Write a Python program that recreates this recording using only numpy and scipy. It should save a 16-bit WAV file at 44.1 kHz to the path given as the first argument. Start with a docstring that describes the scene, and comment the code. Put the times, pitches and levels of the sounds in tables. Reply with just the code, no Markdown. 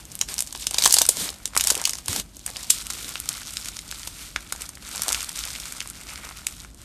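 """Squeezing beaded slime

Two hands squeeze, fold and stretch slime full of small foam beads close to a microphone.
Air pockets burst: a pitched crack, a short tearing of lumpy noise and a hollow pop of rising pitch.
Between them, many tiny ringing grains and filtered noise make crackle, squelch and the hands' push.
A hard table and a quiet room answer the bursts; one soft thud, low rumble and faint hiss join in."""
import sys
import numpy as np
from scipy import signal
from scipy.fft import rfft, irfft
from scipy.io import wavfile
from scipy.ndimage import uniform_filter1d

SR = 44100
rng = np.random.default_rng(int(sys.argv[2]) if len(sys.argv) > 2 else 0)


def inscribe(sig):
    """Save sig as 16-bit PCM at rate SR to the path in sys.argv[1].

    A 1-D sig is mono; a 2-D sig holds one channel per row.
    Samples are clipped to [-1, 1] before scaling.
    """
    pcm = np.round(np.clip(np.atleast_2d(sig).T, -1, 1) * 32767)
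    wavfile.write(sys.argv[1], SR, pcm.astype(np.int16))


N = 301644   # length in samples


def from_db(db):
    """Decibels to gain."""
    return 10 ** (np.asarray(db) / 20)


def rms_one(x):
    """Scale to an rms (average strength) of one."""
    return x / np.sqrt(np.mean(x ** 2, axis=-1, keepdims=True) + 1e-20)


def dying(t, t60):
    """Exponential decay, 60 dB down at t60."""
    return from_db(-60 * t / t60)


def colour(x, spectrum):
    """Filter without pre-echo (minimum phase), its gain drawn as f/Hz, level/dB points."""
    hz, db = np.transpose(spectrum)
    grid = np.maximum(np.fft.rfftfreq(8192, 1 / SR), 1)
    gain_db = np.interp(np.log(grid), np.log(hz), db)
    # folding the cepstrum to positive times puts the whole response after the input
    cepstrum = irfft(np.log(from_db(gain_db)))
    cepstrum[1:4096] *= 2
    cepstrum[4097:] = 0
    response = irfft(np.exp(rfft(cepstrum)))
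    return signal.fftconvolve(x, response)[:N]


def noise(spectrum):
    """Steady coloured noise with an rms of one."""
    return rms_one(colour(rng.standard_normal(N), spectrum))


def drift(rate):
    """Slow random wander with an rms of one; a higher rate in Hz wanders faster."""
    r = np.exp(-2 * np.pi * rate / SR)
    wander = signal.lfilter([1], [1, -2 * r, r * r], rng.standard_normal(N + SR))
    return rms_one(wander[SR:])   # the first second lets the filter settle


def grains(per_s, spread_db, low_hz, high_hz, cycles):
    """Random snaps of uneven size, in clumps, each ringing a few cycles at one of 16 pitches."""
    sizes = from_db(spread_db * np.minimum(rng.exponential(1, N), 4.0)) * rng.choice([-1, 1], N)
    clumped_rate = per_s * from_db(4.0 * drift(40.))
    clicks = sizes * (rng.random(N) < clumped_rate / SR)
    dealt, out = rng.integers(0, 16, N), 0
    for k, hz in enumerate(np.geomspace(low_hz, high_hz, 16)):
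        r, w = from_db(-60 * hz / cycles / SR), 2 * np.pi * hz / SR
        ring = signal.lfilter([np.sin(w)], [1, -2 * r * np.cos(w), r * r], clicks * (dealt == k) + 1e-18)
        out = out + np.sqrt(1 - r * r) * ring
    return rms_one(out)


# Tone of the building's rumble: columns [f/Hz, level/dB]
RUMBLE_TONE = [(13, -60), (22, -20), (36, -5), (53, 4), (67, 0), (81, -7), (146, -9.5), (258, -14),
               (288, -14), (318, -17), (600, -38.5), (780, -48), (1320, -120)]
# Tone of the hiss: columns [f/Hz, level/dB]
HISS_TONE = [(300, -25.5), (600, 15), (2000, 1.5), (8000, -43), (13400, -16), (14300, -45)]
RUMBLE_DB, HISS_DB = -41.5, -59.5   # rms levels before the overall tone


def background():
    """Low rumble of the building and a faint hiss, both steady coloured noise."""
    rumble = from_db(RUMBLE_DB) * noise(RUMBLE_TONE)
    hiss = from_db(HISS_DB) * noise(HISS_TONE)
    return rumble + hiss


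# Kneading effort: columns [t/s, fine crackle level/dB, wet squelch level/dB]
KNEADING_EFFORT = [(0,-42.5,-43),(.06,-62,-64),(.11,-54,-53),(.17,-52.5,-56),(.4,-41,-47),(.53,-49,-57),(.61,-36.5,-49),(.7,-49,-51),(.74,-37.5,-41),(.86,-27.5,-37),(.99,-29,-44),(1.07,-54,-45),(1.29,-41,-39.5),(1.35,-46.5,-47.5),(1.52,-56,-55),(1.58,-41,-40),(1.7,-28.5,-39),(1.75,-36,-36),(1.79,-42,-35.5),(1.83,-41,-42),(1.88,-35.5,-42.5),(2.03,-48.5,-53),(2.25,-56,-56),(2.4,-54,-73),(2.48,-45.5,-44),(2.67,-41,-47.5),(2.76,-36,-45),(2.84,-41,-45.5),(2.98,-36,-42),(3.24,-42.5,-46),(3.38,-37,-40),(3.45,-41.5,-48),(3.68,-39,-46.5),(3.799,-44,-50),(4.08,-39,-45.5),(4.13,-46.5,-57),(4.45,-50.5,-51.5),(4.62,-39.5,-44),(4.76,-53,-53.5),(4.96,-36.5,-40),(5.13,-32.5,-34),(5.31,-38.5,-42),(5.49,-37.5,-40),(5.9,-43,-47.5),(6.27,-45,-42.5),(6.63,-47.5,-54),(6.68,-57,-61),(6.76,-59,-67),(6.84,-45,-48.5)]


def effort(s):
    """Crackle and squelch levels in dB at the given times, on straight lines between the points."""
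    at, *columns = np.transpose(KNEADING_EFFORT)
    return [np.interp(s, at, c) for c in columns]


# Tone of the kneaded lump: columns [f/Hz, level/dB]
LUMP_TONE = [(350, -18.5), (550, -4), (1050, -0.5), (1300, -3), (1500, -4.5), (1650, -2.5), (2300, -2.5),
             (3200, -10)]
# Tone of the stretched strands: columns [f/Hz, level/dB]
STRAND_TONE = [(350, -21), (600, -10.5), (1050, -5.5), (1350, 1), (1650, -4.5), (2300, -1), (3200, -8.5)]
STRETCH_FROM_S = 2.7   # from here the slime is pulled into strands, whose squelch rings hollow


def wet(x):
    """Tone of the wet mass: a kneaded lump first, stretched strands later."""
    stretched = np.arange(N) / SR > STRETCH_FROM_S
    return np.where(stretched, rms_one(colour(x, STRAND_TONE)), rms_one(colour(x, LUMP_TONE)))


# Tone of the fine crackle: columns [f/Hz, level/dB]
CRACKLE_TONE = [(1500, -20), (2400, -8), (3600, 2), (5200, 2.5), (8700, 4.5), (11000, 0.5), (13400, 2.5),
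                (14000, -37), (14500, -46)]
# Tone of the pushing hands: columns [f/Hz, level/dB]
PUSH_TONE = [(80, -27), (160, 0), (260, -2.5), (450, -7.5), (800, -18)]
GRAINY = 0.49   # share of crackle and squelch power in separate grains, the rest is smooth
LULL_DB, LULLS_HZ = 2., 13.5   # the crackle comes in clusters: rms swing, wander rate
PUSH_DB, PUSH_FOLLOWS = -51, 0.15   # push at mean effort; dB per dB of the crackle's swing
PUSH_WANDER_DB = 3.   # rms swing as the grip shifts slowly


def kneading():
    """Crackle of small films over smooth fizz, duller squelch of the wet mass, low push of the hands."""
    crackle_db, squelch_db = effort(np.arange(N) / SR)
    slide_fizz, slide_ooze, slide_push = sliding()
    snaps = rms_one(colour(grains(900., 5.4, 1950.0, 12300.0, 5.3), CRACKLE_TONE))
    fizz = noise(CRACKLE_TONE) * from_db(0.99 * drift(38.0))
    bubbles = wet(grains(700., 1.8, 343.0, 2790.0, 9.2))
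    ooze = wet(rng.standard_normal(N))
    push = noise(PUSH_TONE)
    crackle, squelch = from_db([crackle_db, squelch_db] + LULL_DB * drift(LULLS_HZ))
    grain = np.sqrt(GRAINY) * (crackle * snaps + squelch * bubbles)
    # independent noises add by power, so gains are squared before they are summed
    fizz = fizz * np.sqrt((1 - GRAINY) * crackle ** 2 + slide_fizz ** 2 + after_fizz() ** 2)
    ooze = ooze * np.sqrt((1 - GRAINY) * squelch ** 2 + slide_ooze ** 2)
    effort_swing_db = crackle_db - crackle_db.mean()
    push_db = PUSH_DB + PUSH_FOLLOWS * effort_swing_db + PUSH_WANDER_DB * drift(2.8)
    push = push * (from_db(push_db) + slide_push)
    return grain + fizz + ooze + push


# Palms sliding over the mass: columns
# [full strength from t/s, swell t/s, hold t/s, fizz level/dB, ooze level/dB, push level/dB]
PALM_SLIDES = [(0.06,0.039,0.09,-65,-65,-51.5),(0.295,0.022,0.032,-34,-37,-43),(1.206,0.067,0.03,-25.5,-36.5,-32),(2.099,.03,0.098,-30,-36,-32),(2.97,0.086,0.11,-41,-50,-45),(4.212,0.12,.02,-39.5,-40.5,-53)]


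def sliding():
    """Fizz, ooze and push gains of the sliding palms: swell, hold, then fall as long as the swell."""
    t, out = np.arange(N) / SR, 0
    for s, swell, hold, *db in PALM_SLIDES:
        shape = np.interp(t, [s - swell, s, s + hold, s + hold + swell], [0, 1, 1, 0])
        out = out + from_db(db)[:, None] * shape
    return out


RANDOM_PER_S, RANDOM_SPREAD_DB = 55., 4   # mean rate; spread of crack and cavity levels either way
RANDOM_OVER_DB, RANDOM_CAVITY_DB = 10.5, 3   # crack setting over the crackle, cavity over the squelch
RANDOM_CRACK_HZ, RANDOM_CAVITY_HZ = 6800, 1400   # middle pitches
RANDOM_TEAR_DB = -13.5   # middle tearing setting against the crack


def random_pops():
    """More pockets burst at random times throughout, following the kneading effort."""
    chance = rng.uniform(-1, 1, (500, 5))
    s = .01 + np.cumsum(rng.exponential(1, 500)) / RANDOM_PER_S
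    crackle_db, squelch_db = effort(s)
    crack_db = crackle_db + RANDOM_OVER_DB + RANDOM_SPREAD_DB * chance[:, 0]
    crack_hz = RANDOM_CRACK_HZ * 2 ** (0.32 * chance[:, 1])
    tear_db = RANDOM_TEAR_DB + 8.5 * chance[:, 2]
    cavity_hz = RANDOM_CAVITY_HZ * 2 ** (1.37 * chance[:, 3] ** 3)
    cavity_db = squelch_db + RANDOM_CAVITY_DB + RANDOM_SPREAD_DB * chance[:, 4]
    rows = [s, crack_db, crack_hz, tear_db, cavity_hz, cavity_db]
    return np.transpose(rows)[s < N / SR]


# Bursting pockets placed one by one, faint to loud, levels before the trims in pops(): columns
# [t/s, crack level/dB, crack f/Hz, tearing against crack level/dB, cavity starting f/Hz, cavity level/dB]
PLACED_POPS = [(0.0536,-23.5,6960,-17,272,-53),(.1176,-23,6400,-17,340,-49),(.1213,-21,8700,-28,293,-53),(0.1536,-8.5,10500,-29,3350,-44),(.1913,-14,8700,-22,470,-59),(0.2138,-2,5700,-14.5,3760,-27),(.2237,-22,6900,-30,1060,-28.5),(.288,-21,5600,-11,1670,-31.5),(.3416,-8.5,8000,-24,714,-56),(.382,-18,6200,-5,3580,-47),(0.3916,-4,7400,-22,730,-38),(0.4059,-0.5,8700,-16,614,-38),(0.4235,-6,8550,-33,560,-41),(0.4742,-20.5,7000,-9.5,250,-47),(.4661,-24,7300,-26,770,-55),(0.5271,-16.5,7500,-12,980,-36),(.551,-23.5,4950,-6.5,955,-26),(.56,-26,7100,-6,350,-47),(0.621,-32,4800,-20,3580,-33),(0.6698,0.5,6230,-19,2600,-30),(0.7103,-8.5,8600,-17,2900,-28),(.713,-21,5500,-10,700,-29.5),(.745,-10,5470,-6,920,-22.5),(.772,-19,7000,-22,1110,-41),(0.7849,-1,5150,-9,550,-25),(0.793,-9,7600,-24,980,-34),(.8125,-14,6600,-17,2230,-29),(0.8235,-6,5460,-7.5,920,-32),(0.839,1,5860,-13.5,3540,-28),(.8469,1.5,6800,-20,3590,-28),(0.8565,7,6300,-16,3740,-23),(.86,3.5,6200,-10,1026,-5),(.8667,-10,4280,-15,1460,-29),(.8765,2.5,9400,-19,950,-41),(.8969,-9,6800,-21,960,-40),(.902,-6,7400,-28,350,-33),(0.9089,-11,6700,-4.5,900,-30),(0.9261,7.5,9000,-15,2490,-41),(0.9386,-9,8150,-10,794,-23),(0.9418,0.5,8400,-5,1170,-33),(.962,-6,8850,-21,1300,-35),(0.968,-5.5,5000,-9.5,744,-17.5),(.9772,-15,5700,-20,940,-31),(0.9869,-1.5,7150,-2.5,900,-21),(0.9975,-10,7100,-16,1140,-37),(1.0131,-23,5000,-20,900,-16.5),(1.0179,-2,7300,-5,625,-19),(1.054,-14.5,7300,-5,1360,-26.5),(1.0651,-4,8600,-21,1070,-44),(1.091,5,8260,-9,497,-19),(1.17,-10,7500,-20,545,-30),(1.2906,-15.5,4300,-14,715,-32.5),(1.3033,-22,7000,-8,387,-37),(1.342,-25.5,5870,-24,770,-45),(1.4566,-4.5,8500,-17.5,3620,-24),(1.477,-24,7000,-9,256,-42),(1.5353,-29,5500,-19.5,1320,-30),(1.551,-20,4600,-17,1160,-25),(1.555,-17,8600,-11,720,-40),(1.5658,-6.5,7650,-13,1170,-9),(1.5763,-2,8100,-7.5,2600,-26),(1.5981,-13,5500,-17,2610,-19),(1.61,-3,6400,-11,2820,-26),(1.6402,-9.5,7200,-6,1090,-34),(1.6487,-11,7100,-15,1200,-43),(1.6522,-21,7600,-20,660,-31.5),(1.6727,2,7200,-15,1000,-39),(1.7035,1,7000,-10,900,-19),(1.7072,-6.5,7100,-4.5,1270,-22),(1.7171,-26,7100,-20,497,-22),(1.723,-9,7700,-23,550,-36),(1.7456,-18,6700,-16,684,-27),(1.7533,-10,7800,-12,680,-43),(1.7691,-19,7100,-20,416,-27),(1.7778,-18,7300,-8,470,-30),(1.798,-18,5800,-35,1960,-29),(1.8161,-8.5,7300,-25,850,-24),(1.8405,-10,6300,-18,640,-52),(1.8543,0,6200,-11,2110,-51),(1.875,-7,8200,-17,1070,-25),(1.895,-9,6640,-9,3060,-50),(1.9082,-10,8400,-26,370,-50),(1.9349,-18.5,6140,-4.5,2200,-25),(1.9541,-16,6400,-16.5,825,-37),(1.9866,-25.5,6200,-3,1170,-34),(2.06,-18.5,7000,-14,770,-42),(2.0832,-11.5,6800,-7,965,-23),(2.1304,-11.5,7200,-10.5,1260,-24),(2.1624,-11.5,6840,-8.5,794,-23),(2.199,-14.5,6400,-6,930,-39),(2.3686,-21.5,7760,-21,320,-44),(2.3938,-24.5,6540,-25,270,-64),(2.4637,-7,8500,-13.5,930,-34),(2.4787,-25,5900,-11,1810,-29),(2.5028,-15.5,8450,-28,442,-42),(2.5614,-38,4200,-17,3080,-21.5),(2.569,-22.5,5750,-3.5,640,-37),(2.632,-22,6960,-6,1040,-36),(2.6984,-21,7000,-8,2400,-43),(2.7026,-0.5,6340,-11,2360,-24),(2.7045,-3,7450,-12,3000,-33),(2.7051,-3,8600,-0.5,3430,-35),(2.796,-25.5,6700,-32,1320,-42),(2.8581,-27,6200,-18,1330,-45),(2.8683,-11,8800,-29,2670,-30),(2.9032,-8.5,7200,-40,1240,-25.5),(2.9068,-16.5,6660,-10,1070,-38),(2.9246,-19,6200,-24,1180,-42),(2.935,-16,6600,-25,1470,-35),(3.0263,-23,8000,-13,330,-48),(3.0814,-18.5,8400,-22,2640,-33),(3.092,-13,7560,-16,1270,-38),(3.1564,-14.5,2820,-13.5,1450,-26),(3.2013,-5,10400,-34,1210,-49),(3.2579,-18.5,7940,-19,350,-59),(3.2907,-2,7700,-16,1170,-32),(3.3297,-16,8600,-23,1650,-43),(3.3513,-23,5800,-15,3430,-31),(3.3802,-20,8600,-15,850,-46),(3.419,-39,8000,-11,1520,-30),(3.4327,-21.5,5500,-30,3040,-41),(3.46,-23,6200,-21,1500,-51),(3.472,-18,6030,-21,710,-54),(3.537,-16.5,7940,-21,250,-73),(3.5704,-9.5,5170,-17,1420,-37),(3.6585,-15.5,6400,-27,2130,-28),(3.6862,-20,6700,-3.5,1320,-36),(3.7681,-15,6060,-23,865,-39),(3.7912,-17.5,5500,-12,2050,-41),(3.9132,-11,7050,-20,3450,-38),(3.925,-24,5400,-11,1540,-25.5),(3.9866,-22.5,7600,-14,2200,-50),(3.9963,-20,7000,-18,240,-51),(4.0322,-21,5430,-34,2030,-34),(4.075,-15.5,7300,-8,1030,-32),(4.3616,-14,2200,-18,1400,-15.5),(4.362,-13,6000,-15,2580,-30),(4.5247,-7,7040,-15,1350,-19.5),(4.551,-34,6600,-20,874,-31.5),(4.562,-19.5,7300,-21,1790,-37),(4.6103,-23,6300,-6,427,-38.5),(4.6201,-13,8340,-16,2380,-30),(4.692,-21.5,8100,-6.5,1080,-36.5),(4.7541,-27,7300,-9,238,-53),(4.773,-46,6200,-20,1880,-31.5),(4.871,-23,7300,-20,290,-51),(4.8903,-18,7800,-19,1370,-36),(4.9502,-21,5500,-19,855,-29.5),(4.9598,-15,8400,-13,960,-33),(4.979,-13.5,5500,-24,1100,-33),(4.9947,-21,4600,-21,1220,-36),(5.0208,-7,8300,-9,1150,-31),(5.035,-10.5,8150,-12,1050,-43),(5.0824,-3.5,7800,-18,725,-21.5),(5.0905,-6,6500,-17,3190,-24),(5.103,-10,6700,-21,840,-23),(5.1116,-22,6900,-26,1260,-20),(5.123,-4,7760,-32,1410,-37),(5.129,-1.5,8300,-19,870,-43),(5.1466,-16.5,5540,-5.5,2600,-14),(5.2297,-14.5,8300,-14,1210,-32),(5.2457,-15.5,8000,-17,2330,-44),(5.293,-13.5,7900,-13,2830,-41),(5.375,-16,9200,-12,1210,-40),(5.391,-14,7150,-9.5,1390,-31),(5.4385,-15.5,5400,-24,3300,-23),(5.453,-16,7500,-10,1410,-40),(5.5044,-17,5600,-22,1420,-38),(5.5523,-22,4600,-26,2270,-26),(5.5603,-27.5,4900,-8,2900,-25),(5.586,-37,5700,-20,1350,-33),(5.6012,-19.5,7240,-7,250,-58),(5.656,-18,6660,-23,1400,-34),(5.7236,-13,7860,-21,1410,-32),(5.805,-12.5,6400,-15,2740,-19),(5.8156,-30,6600,-20,1970,-23.5),(5.8585,-31,4700,-28,1140,-31),(5.875,-16,8400,-24,1270,-44),(5.9007,-13,9000,-23,240,-49),(6.0126,-25,7400,-13,2210,-35),(6.0932,-34,6100,-28.5,2420,-28.5),(6.103,-22.5,5600,-24.5,2410,-48.5),(6.1582,-20,5140,-27,2300,-36),(6.1775,-24,7400,-16,1890,-30),(6.2705,-29,5700,-18,1150,-30),(6.2908,-22,5700,-20,1200,-30),(6.3114,-39,6300,-20,1200,-28.5),(6.3719,-27.5,8250,-9,2890,-34),(6.469,-4.5,7500,-13.5,2440,-19.5),(6.486,-22,7800,-27,1280,-38),(6.6485,-30,6140,-15,1380,-31),(6.7464,-28,7850,-31,247,-46)]


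def pops():
    """Each burst: the film strains, cracks sharply, tears raggedly, and the cavity rings."""
    columns = np.vstack([PLACED_POPS, random_pops()]).T[:, :, None]
    s, crack_db, crack_hz, tear_db, cavity_hz, cavity_db = columns
    lead = 128   # samples kept before the crack
    since = (np.arange(1024) - lead) / SR
    t = np.maximum(since, 0)
    chance = rng.standard_normal((len(s), 2, 1024))
    sign = np.sign(chance[:, 1, :1])
    # the rupture: rises within half a cycle, rings down in a few
    cycles = since * crack_hz
    shape = np.where(cycles < 0, np.exp(-(cycles / .45) ** 2), dying(np.abs(cycles), 6.0))
    tones = np.sin(2 * np.pi * cycles) + from_db(-10.5) * np.sin(3.4 * np.pi * cycles)
    crack = sign * tones * shape
    # tearing: broad noise centred on the crack pitch, coming in lumps as the film lets go
    hz = np.maximum(np.fft.rfftfreq(1024, 1 / SR), 1)
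    octaves = np.log2(hz / crack_hz)
    broad = rms_one(irfft(rfft(chance[:, 0]) / (1 + (octaves / 0.86) ** 2 + (octaves / 3.0) ** 4)))
    lumps = from_db(3.0 * rms_one(uniform_filter1d(chance[:, 1], size=30)))
    strain = from_db(6.5) * dying(t - since, 0.0065) * (since < 0)   # grows up to the crack
    tear = broad * lumps * (strain + dying(t, 0.016) * (1 - dying(t, 0.0025)))
    # the cavity shrinks as it empties, so its pitch climbs a little
    phase = 2 * np.pi * cavity_hz * t * (1 + 16.0 * t)
    modes = np.sin(phase) + from_db(-9.5) * np.sin(1.57 * phase)   # an uneven pocket has a second mode
    cavity = sign * modes * dying(t * cavity_hz, 7.5) * (1 - dying(t * cavity_hz, 0.71))
    film = from_db(4) * crack + from_db(tear_db + 1) * tear
    bursts = from_db(crack_db) * film + from_db(cavity_db + 7.5) * cavity
    out = np.zeros(N + 1024)
    np.add.at(out, np.round(s * SR).astype(int) - lead + np.arange(1024), bursts)
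    return out[:N]


AFTER_FIZZ_DB, AFTER_FIZZ_T60_S = -19.5, 0.31   # gain where crack and tearing dB sum to 0; decay
AFTER_FIZZ_FOLLOWS = 1.55   # dB per dB of tearing


def after_fizz():
    """Gain of the fizz with which a torn film dies away after each placed burst."""
    s, crack_db, _, tear_db, *_ = np.transpose(PLACED_POPS)
    power = np.zeros(N)
    power[(s * SR).astype(int)] = from_db(AFTER_FIZZ_FOLLOWS * (crack_db + tear_db) + AFTER_FIZZ_DB) ** 2
    # power falls twice as fast in dB as gain, hence the 2
    return np.sqrt(signal.lfilter([1], [1, -dying(2 / SR, AFTER_FIZZ_T60_S)], power + 1e-18))


ROOM_T60_S, ROOM_DB = 0.13, -10.5   # decay; strength of the whole tail


def room(x):
    """A short diffuse tail from the table and walls, made of dying noise."""
    t = np.arange(SR // 2) / SR
    tail = rng.standard_normal(len(t)) * dying(t, ROOM_T60_S) * (1 - dying(t, 0.0028))
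    answer = from_db(ROOM_DB) * tail / np.sqrt(np.sum(tail ** 2))
    return signal.fftconvolve(x, answer)[:N]


# The lump meets the table: columns [t/s, level before swell and decay/dB, f/Hz, decay t60/s]
TABLE_THUDS = [(2.09, -9, 89, 0.058)]


def thud():
    """A soft low bump: a sine that swells for about half a cycle and dies at once."""
    out = 0
    for s, level_db, hz, t60 in TABLE_THUDS:
        t = np.maximum(np.arange(N) / SR - s, 0)
        swell = 1 - dying(t, 0.04)
        out = out - from_db(level_db) * np.sin(2 * np.pi * hz * t) * dying(t, t60) * swell
    return out


def scene():
    """Slime bursts in the room, with kneading, thud and background added dry."""
    bursts = pops()
    return (bursts + room(bursts) + kneading() + thud() + background())[None]


# Overall tone, with a steep drop near 14 kHz: columns [f/Hz, level/dB]
OVERALL_TONE = [(20, -6), (40, -6.5), (1000, -5), (1400, -3), (1750, -3.5), (3000, 0.5), (6500, -2.5),
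                (9000, -1.5), (10500, -4.5), (13500, -5), (14300, -42), (16000, -24)]
CUTOFF_HZ = 16300   # from here up the sound is at least 80 dB down


def record(dry):
    """Overall colour, overload clipped at full scale, then the top cut."""
    heard = np.clip(colour(dry[0], OVERALL_TONE), -1, 1)
    top_cut = signal.cheby2(14, 80, CUTOFF_HZ, fs=SR, output="sos")
    return signal.sosfilt(top_cut, heard)[None]


dry = scene()
out = record(dry)
inscribe(out)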